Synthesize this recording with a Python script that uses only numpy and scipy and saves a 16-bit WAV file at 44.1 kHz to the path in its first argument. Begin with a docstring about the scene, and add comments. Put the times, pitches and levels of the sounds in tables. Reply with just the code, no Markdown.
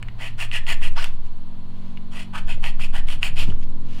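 """Filing a plastic block

A flat metal file is worked back and forth over a small hand-held plastic block, in two bouts.
Its teeth catch at a rate that follows stroke speed, drive the resonances of block and blade and tear
off hissing chips. Now and then it knocks, and once it zips off the edge. The hand bumps the table,
the camera mount sways below hearing, and a distant engine drones through the small room's walls."""
import sys
import numpy as np
from scipy import signal
from scipy.fft import rfft, irfft, next_fast_len
from scipy.io import wavfile
from scipy.ndimage import uniform_filter1d

SR = 44100
rng = np.random.default_rng(int(sys.argv[2]) if len(sys.argv) > 2 else 0)


def wav_out(sig):
    """Save sig, one row per channel (or a flat mono array), as 16-bit PCM at SR to the path in sys.argv[1]."""
    wavfile.write(sys.argv[1], SR, np.round(np.clip(np.atleast_2d(sig).T, -1, 1) * 32767).astype(np.int16))


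N = 176400

# file strokes: start_s, length_s, ring_db, hollow_db, hiss_db, buzz_db, top_tooth_hz, tilt_db_per_octave
FILE_STROKES = [(0.176, 0.15, -41, -49.5, -46, -42.5, 2696, -6),
                (0.373, 0.1, -34.5, -50, -39, -36, 2605, 3), (0.509, 0.095, -31, -55, -40, -32, 2942, -5),
                (0.662, 0.092, -31.5, -46, -34.5, -32.5, 2554, 3.5),
                (0.804, 0.098, -36.5, -49, -42.5, -38.5, 2905, -2),
                (0.95, 0.084, -44, -44, -45, -44, 1485, 3), (0.986, 0.09, -46.5, -51, -41, -52, 1505, -1),
                (2.107, 0.16, -49.5, -52.5, -47.5, -45, 2596, -11),
                (2.324, 0.099, -48, -39, -50.5, -40, 1478, -8),
                (2.468, 0.093, -44.5, -46, -45, -41, 2860, -6),
                (2.619, .1, -38.5, -45, -41.5, -42, 2201, -4),
                (2.785, 0.096, -41, -61, -42.5, -42.5, 2843, 10),
                (2.922, 0.1, -43.5, -43, -45, -41, 1702, -6), (3.064, 0.11, -46, -64, -41, -46, 2800, -7),
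                (3.209, 0.1, -37, -47.5, -37, -37.5, 2408, 12),
                (3.353, 0.11, -39.5, -59, -35, -42.5, 2694, 5)]
# the file leaving the edge: time_s, tooth_rate_hz, level_db
EDGE_GLIDE = [(.958, 430, -52), (0.970, 720, -35), (.978, 900, -30), (.992, 1450, -33), (1.009, 1753, -39),
              (1.028, 3000, -35), (1.040, 3100, -46)]
# file striking block: start_s, level_db, pitch_hz, decay_s, relative_crack_db
FILE_KNOCKS = [(0.0275, -21, 2140, 0.00029, -11), (0.0855, -25, 1980, 0.00037, -23),
               (0.5147, -18, 2740, 0.0012, -25), (0.667, -22, 2650, 0.0008, -18),
               (1.0431, -23, 2700, 0.0013, 1.5), (1.059, -32, 910, 0.0021, -11),
               (1.9733, -28, 2500, 0.00034, -23), (2.576, -40, 560, .005, -25),
               (2.6408, -15, 2480, 0.0006, -13.5), (2.7955, -29, 1340, 0.0013, -20),
               (3.086, -28, 2300, 0.0014, -5), (3.2301, -5.5, 2610, 0.00089, -20),
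               (3.368, -25.5, 2550, 0.0017, -21), (3.476, -39, 860, 0.0013, -26),
               (3.5007, -34, 2950, 0.0062, -12), (3.5216, -35, 1380, 0.0013, -37),
               (3.615, -55, 6530, 0.0015, 6)]
# hand striking table: start_s, level_db, pitch_hz, decay_s
TABLE_BUMPS = [(0.816, -29, 76, 0.018), (1.233, -43, 230, 0.0098), (2.79, -30.5, 127, 0.014),
               (3.426, -19.5, 89, 0.014), (3.472, -22, 92, .03), (3.486, -15, 186.5, 0.0047),
               (3.489, -35.5, 354, 0.0087), (3.505, -24.5, 86, 0.025)]
# light rubbing of file and fingers: start_s, length_s, level_db
LIGHT_RUBS = [(1.037, 0.057, -47), (1.23, 0.061, -61), (1.679, 0.34, -65), (3.425, 0.13, -55.5),
              (3.622, 0.024, -52.5), (3.82, 0.78, -47.5)]
# modes of the block's high ring, its hollow body and the steel blade: pitch_hz, bandwidth_hz, gain_db
RING_MODES = [(1875, 172, -3.5), (2230, 186, -6.5), (2720, 214, -1), (2883, 190, 1), (3210, 230, -13.5)]
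HOLLOW_MODES = [(620, 570, -8), (852, 150, 6.5), (1280, 260, -1.5), (1465, 580, 9.5), (1634, 530, 13)]
BLADE_MODES = [(3260, 56, 6.5), (4230, 84, 11), (4470, 94, 5.5), (5800, 340, 1.5), (6970, 58, 1.5),
               (7410, 90, 4), (8600, 72, -7), (8480, 30, -0.5), (10100, 50, -3)]
# engine speed and load: time_s, firing_hz, drone_db, tilt_db_per_octave
ENGINE_LOAD = [(0, 37.4, 0, -9), (.48, 37.5, 0, -9), (.75, 40, -3, -3), (1.02, 43.3, -5, -3),
               (1.3, 45, -5, -3), (1.55, 46.2, 0, 0), (2.2, 47.7, 2, 0), (2.6, 48.5, -1, -4),
               (2.9, 46, 1, -1), (3.12, 43.4, 0, -2), (3.6, 43.5, 0, 2), (4, 44.3, 1, 3)]
# engine harmonics as the walls pass them: frequency_hz, level_db
WALL_TRANSMISSION = [(72, -59), (88, -50.5), (112, -38.5), (130, -42.5), (142, -54.5), (160, -51),
                     (176, -54), (189, -46), (220, -51), (237, -49.5), (263, -53), (285, -69), (307, -63),
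                     (350, -75), (393, -62.5), (430, -74.5), (484, -70), (600, -78.5)]
# envelopes of the camera mount's sway and rumble: time_s, level_db
SWAY_ENVELOPE = [(0.0, -27.5), (0.86, -4), (1.53, -18.5), (2.21, -17.5), (2.26, -28), (2.46, -8.5),
                 (3.1, -7), (3.23, -15), (3.4, -4.5), (4.0, -14)]
RUMBLE_ENVELOPE = [(0, -30.5), (.5, -38), (.85, -32.5), (1.25, -36), (1.45, -52), (1.95, -49), (2.3, -42),
                   (2.55, -29), (3.05, -32), (3.45, -25.5), (3.7, -37), (4, -62)]
# spectral envelopes of the sources: frequency_hz, gain_db
BUZZ_SPECTRUM = [(300, -20), (780, 3), (1100, -7), (1500, 0), (2900, 7), (3700, -7), (6000, -15.5),
                 (9000, -13), (15000, -32)]
HISS_SPECTRUM = [(300, -4.5), (700, 8), (2000, 7.5), (3100, 16), (3750, 1.5), (4400, -1.5), (5300, -1),
                 (5900, -8.5), (7000, -3), (8200, -0.5), (10500, -6.5), (13000, -15.5), (15500, -13.5)]
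ZIP_SPECTRUM = [(500, 0.5), (850, 10), (1500, 6), (3000, -1), (3700, -2.5), (5000, -2), (5900, -7),
                (7000, -33), (15000, -37)]
RUB_SPECTRUM = [(300, 2), (1000, 3), (3000, 12.5), (4500, 3), (6000, 0), (9000, -8.5), (15000, -15)]
RUMBLE_SPECTRUM = [(10, -41), (20, 0), (27, 0.5), (36, 0), (50, -17.5), (70, -15), (100, -15), (200, -32.5),
                   (600, -52), (3000, -100)]
EXHAUST_SPECTRUM = [(40, 2), (100, 2.5), (250, -5), (400, -13), (700, -21.5), (2000, -29), (15000, -58)]
AIR_SPECTRUM = [(60, -7), (110, 12.5), (250, 12), (450, -1), (700, 4.5), (880, 4), (1020, 8.5), (1200, 0),
                (1500, -4.5), (2200, -8.5), (3200, -4.5), (3800, -7), (4300, -3.5), (5200, -22),
                (9000, -23), (15500, -28)]


def filing():
    """Forced vibration: tooth impacts buzz at their catch rate and, with the chips, drive the block."""
    out, n = np.zeros(N), SR // 4
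    judder_hz, chatter_hz, chatter_db, hollow_fade_db = 170, 226, 2.5, -19
    for start, length, ring_db, hollow_db, hiss_db, buzz_db, tooth_hz, tilt_db in FILE_STROKES:
        progress = np.minimum(np.arange(n) / SR / length, 1)
        speed = np.sin(np.pi * progress ** .88).clip(0)
        judder = np.exp(.14 * wander(judder_hz, n))  # the file sticks and slips
        bite = teeth(tooth_hz * judder * speed, jitter=.16)
        chatter = undb(chatter_db * np.tanh(wander(chatter_hz, n)))
        ring_force = (bite + chips(n)) * chatter * speed ** 2.16
        buzz = unit(colour(bite * chatter, BUZZ_SPECTRUM) * speed ** 1.9)
        hiss = chip_hiss(bite, chatter, speed)
        ring = unit(resonate(ring_force, contact_modes(RING_MODES, tilt_db)))
        # the hollow body speaks first, the higher ring later
        hollow_force = (bite + chips(n)) * speed ** 1.55 * undb(hollow_fade_db * progress)
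        hollow = unit(resonate(hollow_force, contact_modes(HOLLOW_MODES, tilt_db)))
        block = undb(ring_db) * ring + undb(hollow_db) * hollow
        stroke = block + undb(hiss_db) * hiss + undb(buzz_db) * buzz
        add(out, start, stroke * np.sqrt(length * SR / n))  # levels are rms over the stroke's length
    return out


def teeth(rate_hz, jitter, scatter_db=4):
    """A quasi-periodic pulse train: each tooth catches once, uneven in spacing and depth."""
    spacing, depth = rng.standard_normal((1024, 2)).T
    teeth_passed = np.cumsum(rate_hz) / SR
    positions = np.cumsum(np.exp(jitter * spacing))
    reached = positions < teeth_passed[-1]
    onsets = np.interp(positions[reached], teeth_passed, np.arange(len(rate_hz))).astype(int)
    return unit(np.bincount(onsets, undb(scatter_db * depth[reached].clip(-2, 1)), len(rate_hz)))


def chips(size, rate_hz=4500, scatter_db=4):
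    """Shot noise: tiny fractures occur independently, a few much stronger than the rest."""
    chance, sign = rng.random(size), rng.choice([-1, 1], size)
    strength = np.minimum(rng.exponential(size=size), 3)
    return unit((chance < rate_hz / SR) * sign * undb(scatter_db * strength))


def chip_hiss(bite, chatter, speed):
    """Amplitude-modulated noise: tearing chips hiss in step with the teeth and ring the blade."""
    n, grit_hz, treble_hz, blade_db = len(speed), 520, 11800, -9
    tooth_gate = 1 + .17 * unit(uniform_filter1d(bite, size=8))
    noise = rng.standard_normal(n) + chips(n)
    grit = undb(3 * np.tanh(wander(grit_hz, n)))
    tearing = noise * tooth_gate * chatter * grit * speed ** .93
    dull = butterworth(tearing, 4, treble_hz)
    treble = speed * butterworth(tearing, 4, treble_hz, "high")  # brightest at full speed
    spectrum = [(hz, db + rng.uniform(-3, 3)) for hz, db in HISS_SPECTRUM]
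    hiss = unit(colour(dull + treble, spectrum))
    blade = unit(resonate(tearing, contact_modes(BLADE_MODES, tilt_db=0)))
    return unit(hiss + undb(blade_db) * blade)


def contact_modes(modes, tilt_db, detune=.013, scatter_db=4.5):
    """Modal coupling: each contact point tilts, detunes and reweights the resonances."""
    middle_hz = np.mean([mode[0] for mode in modes])
    return [(hz * (1 + detune * rng.uniform(-1, 1)), width,
             db + tilt_db * np.log2(hz / middle_hz) + scatter_db * rng.uniform(-1, 1))
            for hz, width, db in modes]


def resonate(force, modes):
    """Modal superposition: resonators of alternating sign add, and a band-pass darkens their skirts."""
    motion = sum((-1) ** k * undb(db) * signal.lfilter(*signal.iirpeak(hz, hz / width, fs=SR), force)
                 for k, (hz, width, db) in enumerate(modes))
    return butterworth(motion, 2, [modes[0][0] * .56, modes[-1][0] * .95], "band")


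def edge_zip():
    """Repetition pitch: a zip rises as the teeth are pulled ever faster over the edge."""
    when, hz, db = np.array(EDGE_GLIDE).T
    out, t = np.zeros(N), np.arange(when[0], when[-1], 1 / SR)
    bite = teeth(np.interp(t, when, hz), jitter=.11)
    rasp = colour(bite - bite.mean(), ZIP_SPECTRUM)
    running_power = abs(uniform_filter1d(rasp ** 2, size=512)) + 1e-4 * np.mean(rasp ** 2)
    add(out, when[0], undb(np.interp(t, when, db)) * rasp / np.sqrt(running_power + 1e-18))
    return out


def knocks(attack_s=.0001, ring_db=-9):
    """Impact excitation: the file lands or snags, giving a damped note, a crack and a brief ring."""
    out, t = np.zeros(N), np.arange(SR // 20) / SR
    for start, db, hz, decay, crack_db in FILE_KNOCKS:
        envelope = (1 - np.exp(-t / attack_s)) ** 2 * np.exp(-t / decay)
        envelope /= envelope.max()
        note = envelope * np.sin(2 * np.pi * hz * t)
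        ring = resonate(envelope * rng.standard_normal(len(t)), RING_MODES)
        ring /= abs(ring).max()
        crack = colour(envelope * rng.standard_normal(len(t)), HISS_SPECTRUM)
        add(out, start, undb(db) * (note + undb(ring_db) * ring + undb(crack_db) * crack))
    return out


def handling(attack_s=.00073):
    """Damped vibration and friction: the hand bumps the table; fingers and file rub faintly."""
    out, t = np.zeros(N), np.arange(SR // 4) / SR
    for start, db, hz, decay in TABLE_BUMPS:
        envelope = (1 - np.exp(-t / attack_s)) * np.exp(-t / decay)
        thud = unit(butterworth(rng.standard_normal(len(t)), 2, 350))
        add(out, start, undb(db) * envelope * (np.sin(2 * np.pi * hz * t) + .18 * thud))
    for start, length, db in LIGHT_RUBS:
        n = int(length * SR)
        swell = np.sin(np.linspace(0, np.pi, n))
        add(out, start, undb(db) * unit(colour(chips(n), RUB_SPECTRUM) * swell))
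    return out


def mount_sway(t, sway_hz=9.8):
    """Infrasonic oscillation: the camera mount, shaken by the filing, sways with a low rumble."""
    phase = 2 * np.pi * np.cumsum(sway_hz * (1 + .06 * wander(1.222, N))) / SR
    sway_gain = undb(np.interp(t, *np.array(SWAY_ENVELOPE).T))
    rumble_gain = undb(np.interp(t, *np.array(RUMBLE_ENVELOPE).T))
    return sway_gain * np.sin(phase) + rumble_gain * steady_noise(RUMBLE_SPECTRUM)


def engine(t):
    """Selective transmission: the walls favour some harmonics of a distant engine's firing rate."""
    firing_hz, drone_db, tilt_db = (np.interp(t, np.array(ENGINE_LOAD)[:, 0], column)
                                    for column in np.array(ENGINE_LOAD).T[1:])
    firing_hz *= 1 + .0027 * wander(9.32, N)
    phase = 2 * np.pi * np.cumsum(firing_hz) / SR
    drone = np.zeros(N)
    for k in range(2, 13):
        db = np.interp(k * firing_hz, *np.array(WALL_TRANSMISSION).T)
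        db += tilt_db * max(np.log2(k / 3), 0)  # the tilt acts above the third harmonic
        db += 1.97 * wander(4.495, N)
        drone += undb(db) * np.sin(k * phase + 2 * np.pi * rng.random())
    exhaust = undb(-48.5 + .23 * tilt_db) * steady_noise(EXHAUST_SPECTRUM)  # grows with brightness
    return np.sqrt(2) * drone * undb(drone_db) + exhaust


def room(x, low_t60_s=.25, high_t60_s=.17, crossover_hz=4500):
    """Reverberation: early reflections from table and hands precede a short diffuse tail."""
    t = np.arange(SR // 2) / SR
    low = butterworth(rng.standard_normal(len(t)), 2, crossover_hz) * undb(-60 * t / low_t60_s)
    high = butterworth(rng.standard_normal(len(t)), 2, crossover_hz, "high") * undb(-60 * t / high_t60_s)
    tail = (low + .83 * high) * (1 - np.exp(-t / .031))
    response = undb(-16) * tail / np.sqrt(np.sum(tail ** 2))
    for lag, strength in rng.random(size=(6, 2)):
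        add(response, .0005 + .007 * lag, undb(-6.5) * np.array([strength - .5]))
    return x + signal.fftconvolve(x, response)[:N]


def steady_noise(spectrum):
    """Spectrally shaped Gaussian noise at rms 1."""
    return unit(colour(rng.standard_normal(N), spectrum))


def colour(x, spectrum):
    """Zero-phase filtering by gains interpolated over log frequency."""
    hz, db = np.array(spectrum, float).T
    size = next_fast_len(2 * len(x))
    bin_hz = np.arange(size // 2 + 1) * SR / size
    gain = undb(np.interp(np.log(bin_hz + 1), np.log(hz), db))
    return irfft(rfft(x, size) * gain, size)[:len(x)]


def butterworth(x, order, cutoff_hz, kind="low"):
    """Filtering with a maximally flat passband."""
    return signal.sosfilt(signal.butter(order, cutoff_hz, kind, fs=SR, output="sos"), x)


def wander(rate_hz, size):
    """Smooth random modulation with a spread near 1."""
    hold = max(int(SR / rate_hz), 1)
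    return uniform_filter1d(np.repeat(rng.standard_normal(size // hold + 1), hold), hold)[:size]


def undb(db):
    """Decibels to amplitude ratio."""
    return 10 ** (np.asarray(db) / 20)


def unit(x):
    """Normalisation to rms 1."""
    return x / np.sqrt(np.mean(x ** 2) + 1e-18)


def add(out, start_s, x):
    """Superposition of x from a given time on."""
    i = int(np.clip(start_s * SR, 0, N - 1))
    out[i:i + len(x)] += x[:N - i]


def scene(air_db=-52.5):
    """Linear superposition: the work and its reverberation over engine, mount sway and room air."""
    t = np.arange(N) / SR
    air = undb(air_db) * steady_noise(AIR_SPECTRUM)
    work = filing() + edge_zip() + knocks() + handling()
    return (room(work) + engine(t) + mount_sway(t) + air)[None]


def record(dry):
    """Band limiting: a steep low-pass removes the treble above 15750 Hz."""
    return signal.sosfilt(signal.ellip(10, .1, 80, 15750, fs=SR, output="sos"), dry)


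dry = scene()
out = record(dry)
wav_out(out)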